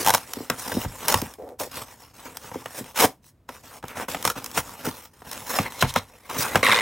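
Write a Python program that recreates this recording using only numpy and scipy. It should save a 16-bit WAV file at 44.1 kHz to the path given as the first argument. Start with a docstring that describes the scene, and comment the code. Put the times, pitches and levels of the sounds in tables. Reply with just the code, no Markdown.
"""Hands work a corrugated cardboard box open on a concrete floor, close to the microphones, indoors.
Board scrapes and hisses as grainy noise; fibres, perforations and flaps snap as short dispersive shocks.
The tear strip rips off in a dense run of breaks, and the panels thump and sway in their low modes.
At the end a smaller carton judders out, stick-slip bursts ringing its hollow walls.
A short diffuse room tail and a faint low rumble lie behind it all, in stereo."""
import sys
import numpy as np
from scipy import signal
from scipy.fft import rfft, irfft, next_fast_len
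from scipy.io import wavfile
from scipy.ndimage import uniform_filter1d, map_coordinates

SR = 44100
rng = np.random.default_rng(int(sys.argv[2]) if len(sys.argv) > 2 else 0)


def dump_mix(stems):
    """Bounce the given channels to the path in sys.argv[1] as a 16-bit WAV at rate SR."""
    frames = np.atleast_2d(stems).T  # one column per channel
    limited = np.clip(frames, -1, 1)  # hard clip at full scale
    pcm = np.round(limited * 32767).astype(np.int16)
    wavfile.write(sys.argv[1], SR, pcm)


N = 300321
TIME = np.arange(N) / SR  # s

# Levels are relative to the other sounds of their kind unless stated.
# Strokes over the board, and at 3.22 s a faint swish: [start t/s, end t/s, scrape level/dB,
# hiss against scrape level/dB, swell from start to end level/dB]
STROKES = [(0, 0.15, -43.5, 3, -24.5), (0.58, 0.85, -40, 2.5, 3.5), (0.99, 1.085, -38, 0, 13),
           (1.085, 1.28, -44, 5.5, -28.5), (1.596, 1.68, -42.5, 5, -12), (1.715, 1.84, -40.5, 0, -3.5),
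           (2.258, 2.36, -49.5, -17, -9), (2.71, 2.80, -48.5, 6, 30), (3.224, 3.29, -77, 19.5, 21),
           (3.635, 3.785, -48.5, 0.5, -1.5), (3.845, 4.035, -40.5, -7, 19), (4.084, 4.24, -38.5, 0, -6),
           (4.356, 4.47, -41.5, -7, -15.5), (4.53, 4.587, -31.5, 2.5, 20), (4.848, 4.893, -32.5, -0.5, -2),
           (5.245, 5.5, -43.5, 0.5, 10), (5.495, 5.63, -32, 0.5, -1), (5.63, 5.68, -34, -9, 0),
           (6.294, 6.62, -35, -2, -3.5), (6.381, 6.43, -39, 16.5, -1)]
# Hands staying on the box, rustling faintly: [start t/s, end t/s, level/dB]
HANDLING = [(0.152, 0.483, -44), (0.53, 1.317, -46), (1.6, 2.09, -53.5), (2.139, 2.93, -49.5),
            (3.487, 3.6, -49), (4.372, 5.058, -46.5), (5.133, 6.333, -58.5), (5.703, 5.977, -43.5)]
# Single fibres cracking: [t/s, level/dB]
CRACKS = [(0.047, -17), (0.3345, -15.5), (0.4995, -11.5), (1.0825, -4.5), (1.2168, -17), (1.338, -31),
          (1.5988, -19.5), (2.3701, -20), (3.882, -26.5), (4.226, -19.5), (4.443, -19.5), (4.461, -20.5),
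          (4.514, -28), (5.314, -20.5), (5.3305, -22), (5.939, -20)]
# Runs of perforations giving way one after another: [first t/s, last t/s, perforations/count,
# level/dB, change over the run level/dB, strip pitch f/Hz]
PERFORATION_RUNS = [(0.063, 0.1034, 5, -3, 3, 840), (0.138, 0.147, 2, -1, 2.5, 900),
                    (1.087, 1.142, 4, -10.5, 14.5, 1000), (4.251, 4.3, 3, -6, -4, 1300)]
# Soft blows on the panels: [t/s, level/dB, pitch f/Hz]
THUMPS = [(0.365, -29, 263), (0.401, -31.5, 297), (0.743, -24, 200), (0.765, -17.5, 240),
          (0.852, -20.5, 93.5), (1.218, -22, 218), (2.553, -27, 400), (2.804, -30, 238),
          (3.037, -14.5, 537), (4.259, -31, 150), (4.359, -33.5, 200), (6.383, -27, 136)]
# A flap strikes the box and sets a panel swaying: [t/s, level/dB, sway against knock level/dB,
# sway pitch f/Hz]
KNOCKS = [(0.499, -5, -25.5, 169), (0.718, -11.5, -22.5, 200), (1.142, -4, -18, 80), (2.658, -15, -48, 250),
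          (3.49, -19.5, -28, 300), (3.827, -26.5, -13, 253), (4.084, -15, -21, 230),
          (4.146, -9.5, -25, 180), (4.575, -3, -26.5, 100), (4.864, -17, -5.5, 260),
          (5.587, -2.5, -17, 171), (5.824, 2.5, -15, 121), (5.96, -1, -25.5, 134), (6.556, 3.5, -24.5, 165)]
# Short mid-range knocks: fingertips tapping and catching on the flaps, and the strip snapping free
# at 3.04 s: [t/s, level/dB]
MID_KNOCKS = [(0.847, -18), (2.443, -31), (2.515, -24), (2.543, -24), (3.041, -5.5), (3.839, -20.5),
              (5.219, -30), (6.547, -12)]
# A fingertip dragging twice on the lid: [t/s, level/dB]
FINGERTIP_DRAG = [(1.385, -42), (1.53, -44), (1.595, -79), (1.605, -33.5), (1.66, -45), (1.68, -44)]
# The strip tearing off in one pull: [t/s, fibre level/dB, panel level/dB]
RIP = [(2.945, -46.5, -46.5), (2.97, -25.5, -62.5), (3.002, -18, -24.5), (3.053, -17.5, -15.5),
       (3.068, -36, -44.5), (3.15, -90.5, -64.5)]
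# The lid's edge scraping brightly along the glossy carton: [t/s, level/dB]
LID_EDGE = [(5.71, -57), (5.805, -43), (5.818, -20), (5.835, -59.5), (5.907, -28), (5.92, -76.5),
            (5.99, -26)]
# The inner carton being pulled out: [t/s, level/dB]
CARTON_PULL = [(6.629, -17.5), (6.7, -18.5), (6.795, -19.5), (6.812, -27.5)]
# The carton's edge catching hard: [t/s, level/dB]
CARTON_CATCHES = [(6.666, -11), (6.693, -15.5), (6.72, -10.5), (6.729, -13.5)]

# Tone of each contact, as relative density per hertz: [f/Hz, level/dB]
SCRAPE_TONE = [(45, -5), (250, -2.5), (370, -5), (1000, 1), (1500, -4.5), (2900, -10.5), (8000, -36)]
HISS_TONE = [(900, -15.5), (2200, -6), (5600, -1), (11500, -4.5), (15500, -5)]
FIBRE_TONE = [(400, -11.5), (1000, 5.5), (3600, -3), (15500, -7)]
PANEL_TONE = [(60, -22), (450, 2), (950, 4), (3000, -27.5)]
FINGERTIP_TONE = [(80, -22.5), (480, 6), (740, 3), (1000, -11.5), (3000, -31.5)]
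# Resonances of the box, heard in every contact: [f/Hz, width f/Hz, level/dB]
BOX_MODES = [(260, 60, -4.5), (486, 76, 0.5), (890, 69, -7.5), (5370, 360, -5)]
# Resonances of the inner carton's walls: [f/Hz, width f/Hz, level/dB]
CARTON_MODES = [(170, 220, -16.5), (515, 170, -9.5), (1102, 180, -2), (1540, 470, -7), (2070, 204, -0.5),
                (2500, 160, -6), (3820, 380, -8), (9100, 2700, -23)]
# Stereo width, side against mid: [f/Hz, level/dB]
STEREO_WIDTH = [(100, -22.5), (1000, -13), (2200, -23), (4300, -3), (6300, -13.5), (10000, -63),
                (13000, -8)]

LID_OPEN_S = 5.6  # from here the flaps also rub on the inner carton
EDGE_HZ, EDGE_WIDTH_HZ = 3950, 630  # resonance of the lid's stiff edge
STRIP_WIDTH_HZ, STRIP_DB = 170, 4.5  # ring of the taut strip
# fibres dragging through a run: level against its pops, hiss against scrape, overhang at each end
TEAR_RUB_DB, TEAR_HISS_DB, TEAR_MARGIN_S = -27, 0.5, 0.012
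# a struck flap skidding on: length, level against the knock, hiss against scrape
SKID_S, SKID_DB, SKID_HISS_DB = 0.024, -27.5, -18
SWAY_S = 0.004  # from a knock to its sway
TEAR_T60_S, CRACK_T60_S, KNOCK_T60_S = 0.02, 0.016, 0.027  # ring of each snap at 1 kHz
CARTON_SAG_PER_S = 0.28  # share of the carton's pitch lost per second as it comes free
TOP_HZ = 16050  # band limit of the microphones


def amp(db):
    """Decibels to gain."""
    return 10 ** (np.asarray(db) / 20)


def unit(x):
    """Scaled to rms 1."""
    return x / np.sqrt(np.mean(x ** 2) + 1e-20)


def along(points, hz):
    """Points of (Hz, value) read on a log frequency axis."""
    f, values = np.transpose(points)
    return np.interp(np.log(hz + 1), np.log(f), values)


def gains(rows):
    """One smoothed gain curve for each dB column, near silent outside the rows."""
    s, *columns = np.transpose(rows)
    curves = [amp(np.interp(TIME, s, db, left=-120, right=-120)) for db in columns]
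    return [uniform_filter1d(curve, size=200) for curve in curves]


def wobble(rate):
    """A smooth random curve with this many knots a second."""
    knots = rng.standard_normal(int(N * rate / SR) + 4)
    return map_coordinates(knots, [TIME * rate])


def filtered(x, response):
    """Sound multiplied by a response of frequency."""
    n = x.shape[-1]
    size = next_fast_len(n + 8192)
    spectrum = rfft(x, size) * response(np.fft.rfftfreq(size, 1 / SR))
    return irfft(spectrum, size)[..., :n]


def resonance(f, hz, width):
    """Response of one damped mode, 1 at its centre."""
    return 1j * f * width / (hz * hz - f * f + 1j * f * width)


def coloured(x, tone, size=4096):
    """Sound rung through a minimum-phase filter of this tone, at rms 1."""
    cepstrum = irfft(np.log(amp(along(tone, np.fft.rfftfreq(size, 1 / SR)))))
    # folding the cepstrum onto positive times makes the filter causal
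    fold = np.r_[.5, np.ones(size // 2 - 1)]
    response = irfft(np.exp(rfft(2 * cepstrum[:size // 2] * fold, size)))
    return unit(signal.fftconvolve(x, response)[:N])


def grains(rate, scatter_db, smooth):
    """Fibres catching and letting go: ticks of uneven size over a smooth rush."""
    sizes = amp(scatter_db * np.clip(rng.standard_normal(N), -2, 2))
    ticks = (rng.random(N) < rate / SR) * rng.choice([-1, 1], N) * sizes
    return unit(unit(ticks) + smooth * rng.standard_normal(N))


def slips(rate, jitter, scatter_db, t60):
    """Stick and slip: short decaying noise bursts at an uneven rate."""
    cycles = np.cumsum(rate * np.exp(jitter * wobble(rate))) / SR
    releases = np.diff(np.floor(cycles), prepend=0) * amp(scatter_db * rng.standard_normal(N))
    envelope = signal.lfilter([1], [1, -amp(-60 / (t60 * SR))], releases)
    return envelope * rng.standard_normal(N)


def shifting(x, depth_db, size=512):
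    """As the contact moves, ever different parts of the board speak: the tone drifts at random."""
    z = signal.stft(x, nperseg=size)[2]
    field = uniform_filter1d(rng.standard_normal(z.shape), size=5, axis=0)  # over frequency
    field = uniform_filter1d(field, size=10, axis=1)  # over time
    moved = z * amp(depth_db * unit(field))
    return unit(signal.istft(moved, nperseg=size)[1][:N])


def add(track, s, sound):
    """Mix a sound into the track at s seconds."""
    part = track[max(round(s * SR), 0):][:len(sound)]
    part += sound[:len(part)]


def blow(spectrum, t60, slope, lag, direct_db, count=10, size=8192):
    """One shock through the board: a falling wave, then its echoes off the edges.
    The spectrum is in dB per octave; t60 and lag are seconds at 1 kHz."""
    centres = np.geomspace(40, 16000, count)[:, None]

    def band_shape(hz):
        octaves = np.log2((hz + 1) / centres)
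        return np.cos(np.pi / 2 * np.clip(octaves, -1, 1))

    def direct_response(hz):
        travel = np.exp(-4j * np.pi * lag * np.sqrt(1000 * hz))
        return amp(along(spectrum, hz)) * travel / np.sqrt(hz + centres[0])

    bands = filtered(rng.standard_normal(size), band_shape)
    slowness = 1000 / centres
    # bending waves are dispersive: the bass arrives later and rings longer
    age = np.maximum(np.arange(size) / SR - lag * np.sqrt(slowness), 0)
    life = t60 * (1 + slowness ** slope) / 2
    bands = bands * amp(-60 * age / life) * (1 - np.exp(-25 * age / life))
    bands = bands / np.linalg.norm(bands, axis=1, keepdims=True)
    echoes = np.sum(bands * amp(along(spectrum, centres)), axis=0)
    wave = unit(filtered(signal.unit_impulse(size), direct_response))
    return (echoes + amp(direct_db) * echoes.std() * wave) / np.hypot(1, amp(direct_db))


def snaps(events, t60, level_db, panel_db, board_db, fibre_db):
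    """Each snap is a crack of fibres and a short knock of the panel in one shock."""
    track = np.zeros(N)
    spectrum = [(40, panel_db - 14), (110, panel_db + 11.0), (280, panel_db), (900, board_db),
                (2400, -14.5), (5000, fibre_db + 0.5), (13000, fibre_db)]
    for s, db, *_ in events:
        shock = blow(spectrum, t60=t60, slope=0.25, lag=0.001172, direct_db=-3.5)
        add(track, s, amp(db + level_db) * shock)
    return track


def rubbing_power(strokes, bite=0.0052, release=0.018):
    """Power of scrape and hiss: each stroke bites quickly, swells or fades, and lets go more slowly."""
    scrape, hiss = np.zeros((2, N))
    for start, end, db, hiss_db, swell_db in strokes:
        contact = (1 + np.tanh((TIME - start) / bite)) / 2 * (1 + np.tanh((end - TIME) / release)) / 2
        progress = np.clip((TIME - start) / (end - start), 0, 1)
        speed = contact * amp(db + swell_db * (progress - .5))
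        scrape += speed ** 2
        hiss += (speed * amp(hiss_db)) ** 2
    return np.array([scrape, hiss])


def contacts():
    """Powers of all that rubs: strokes, fibres dragging in a tear, flaps skidding, hands fidgeting."""
    drags = [(first - TEAR_MARGIN_S, last + TEAR_MARGIN_S, db + TEAR_RUB_DB, TEAR_HISS_DB, 0)
             for first, last, _, db, *_ in PERFORATION_RUNS]
    skids = [(s, s + SKID_S, db + SKID_DB, SKID_HISS_DB, 0) for s, db, *_ in KNOCKS]
    hands = [(start, end, db, 0, 0) for start, end, db in HANDLING]
    return rubbing_power(STROKES + drags + skids) + rubbing_power(hands, bite=0.0044, release=0.047)


def sliding():
    """Wherever board is rubbed, the panel sounds the coarse catches and the surface hisses."""
    scrape, hiss = contacts()
    grip = amp(2.0 * wobble(35) + 1.79 * wobble(160))
    catches = grains(600, scatter_db=4.0, smooth=1.0)
    inner = (TIME > LID_OPEN_S) * unit(walls(rng.permutation(catches)))
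    coarse = shifting(coloured(catches, SCRAPE_TONE) + amp(-2.5) * inner, depth_db=2.5)
    rush = grains(2000, scatter_db=3.5, smooth=0.96)
    fine = shifting(coloured(rush, HISS_TONE), depth_db=3.5)
    # now and then a single fibre lets go with a tick
    ticks = amp(-9.5) * coloured(slips(24, jitter=.7, scatter_db=4, t60=0.008), FIBRE_TONE)
    plucking = np.sqrt(hiss) + amp(-9) * gains(FINGERTIP_DRAG)[0]
    board = np.sqrt(scrape) * coarse + np.sqrt(hiss) * fine + plucking * ticks
    return grip * (board + lid_edge(catches))


def fibre_cracks():
    """Single fibres break with bright, short snaps."""
    return snaps(CRACKS, CRACK_T60_S, level_db=13.0, panel_db=-45.5, board_db=-10.5, fibre_db=-6.5)


def perforations():
    """Perforations, evenly spaced in time, pop in turn and ring the taut strip."""
    track = np.zeros(N)
    for first, last, number, db, change_db, hz in PERFORATION_RUNS:
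        run = []
        for u in np.linspace(0, 1, round(number)):
            # each perforation is a little stronger or weaker
            level = db + change_db * (u - .5) + rng.standard_normal()
            run.append((first + u * (last - first), level))
        pops = snaps(run, TEAR_T60_S, level_db=12.0, panel_db=-31.0, board_db=-7.5, fibre_db=-10.0)
        track += filtered(pops, lambda f: 1 + amp(STRIP_DB) * resonance(f, hz, STRIP_WIDTH_HZ))
    return track


def thumps():
    """Soft contacts, and the sway after each knock, move mainly the low modes of the panels."""
    track = np.zeros(N)
    sways = [(s + SWAY_S, db + sway_db, hz) for s, db, sway_db, hz in KNOCKS]
    for s, db, hz in THUMPS + sways:
        spectrum = [(hz / 8, -36), (hz / 4, -20), (hz, 0), (hz * 1.47, -7), (hz * 10, -32)]
        shock = blow(spectrum, t60=0.032, slope=1.0, lag=0.00401, direct_db=4.5)
        add(track, s, amp(db + 23.0) * shock)
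    return track


def flap_knocks():
    """Flaps strike the box with dull shocks, weak in the treble."""
    return snaps(KNOCKS, KNOCK_T60_S, level_db=15.0, panel_db=-28.5, board_db=-7.5, fibre_db=-23.0)


def mid_knocks():
    """Fingertips on the flaps, and the strip snapping free, give short shocks strongest in the mid-range."""
    return snaps(MID_KNOCKS, KNOCK_T60_S, level_db=9.5, panel_db=-13.5, board_db=3.0, fibre_db=-20)


def fingertip_groan():
    """A dull groan as the fingertip sticks and slips over the lid."""
    stutter = slips(260, jitter=0.14, scatter_db=0.0, t60=0.027)
    return gains(FINGERTIP_DRAG)[0] * coloured(stutter, FINGERTIP_TONE)


def rip():
    """Fibres break in a dense run; the panel joins in as the strip comes free."""
    fibre, panel = gains(RIP)
    breaks = grains(1500, scatter_db=-1.5, smooth=1.0) * amp(2.1 * wobble(200))
    return fibre * coloured(breaks, FIBRE_TONE) + panel * coloured(breaks, PANEL_TONE)


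def lid_edge(catches):
    """The same catches in shuffled order ring the stiff edge of the lid on the glossy carton."""
    def response(f):
        return resonance(f, EDGE_HZ, EDGE_WIDTH_HZ) + resonance(f, EDGE_HZ, EDGE_HZ) / 2

    return gains(LID_EDGE)[0] * unit(filtered(rng.permutation(catches), response))


def walls(x):
    """The hollow inner carton rings; as it flexes, each mode wanders in pitch and strength on its own."""
    rung = np.zeros(N)
    for k, (hz, width, db) in enumerate(CARTON_MODES):
        ring = filtered(x, lambda f: (-1) ** k * resonance(f, hz, width))
        flexed = map_coordinates(ring, [(TIME + 0.0006 * wobble(30)) * SR], mode="nearest")
        rung += amp(db + 1.5 * wobble(70)) * flexed
    power = sum(np.pi * width * amp(db) ** 2 for _, width, db in CARTON_MODES) / SR
    return rung / np.sqrt(power)


def carton():
    """The carton's edge judders across the board, catches hard a few times, and rings its walls."""
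    judder = slips(108, jitter=.15, scatter_db=1, t60=.02)
    rubbing = gains(CARTON_PULL)[0] * unit(unit(judder) + 0.45 * rng.standard_normal(N))
    t = np.arange(SR // 20) / SR
    for s, db in CARTON_CATCHES:
        add(rubbing, s, amp(db - 60 * t / KNOCK_T60_S) * rng.standard_normal(len(t)))
    # reading the sound ever more slowly makes the pitch sink
    elapsed = np.clip(TIME - CARTON_PULL[0][0], 0, None)
    read_at = TIME - CARTON_SAG_PER_S * elapsed ** 2 / 2
    return map_coordinates(walls(rubbing), [read_at * SR], mode="nearest")


def body(x):
    """Panels and the air between them ring with every contact; the treble has a hollow."""
    def response(f):
        modes = sum(amp(db) * resonance(f, hz, width) for hz, width, db in BOX_MODES)
        return (1 + modes) * (1 - amp(-7.5) * resonance(f, 4650, 1100))

    return filtered(x, response)


def room(x, t60=0.17):
    """A short diffuse tail of decaying noise, arriving 200 samples late."""
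    t = np.arange(SR // 2) / SR
    tail = rng.standard_normal(len(t)) * amp(-60 * t / t60)
    return signal.fftconvolve(np.pad(x, (200, 0)), tail / np.linalg.norm(tail))[:N]


def spread(x):
    """Each catch comes from another spot, so its phase differs a little between the two microphones."""
    side = filtered(x * unit(wobble(260)), lambda hz: 1j * amp(along(STEREO_WIDTH, hz)))
    return np.array([x + side, x - side])


def scene():
    """The box close by in a quiet room with a faint low rumble."""
    rubbed = sliding() + fingertip_groan() + rip() + carton()
    struck = fibre_cracks() + perforations() + thumps() + flap_knocks() + mid_knocks()
    box = body(rubbed + struck)
    rumble = amp(-59.0) * coloured(rng.standard_normal(N), [(30, -16), (70, -1.5), (5000, -46.5)])
    return spread(box + amp(-14.0) * room(box) + rumble)


def record(dry, low_cut_hz=42):
    """The microphones drop the deepest bass and round off peaks, then a steep band limit cuts the top."""
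    low_cut = signal.butter(4, low_cut_hz, "highpass", fs=SR, output="sos")
    heard = signal.sosfilt(low_cut, dry)
    rounded = heard / (1 + np.abs(heard / .9) ** 4) ** (1 / 4)
    return filtered(rounded, lambda hz: 1 / np.sqrt(1 + (hz / TOP_HZ) ** 240))


dry = scene()
out = record(dry)
dump_mix(out)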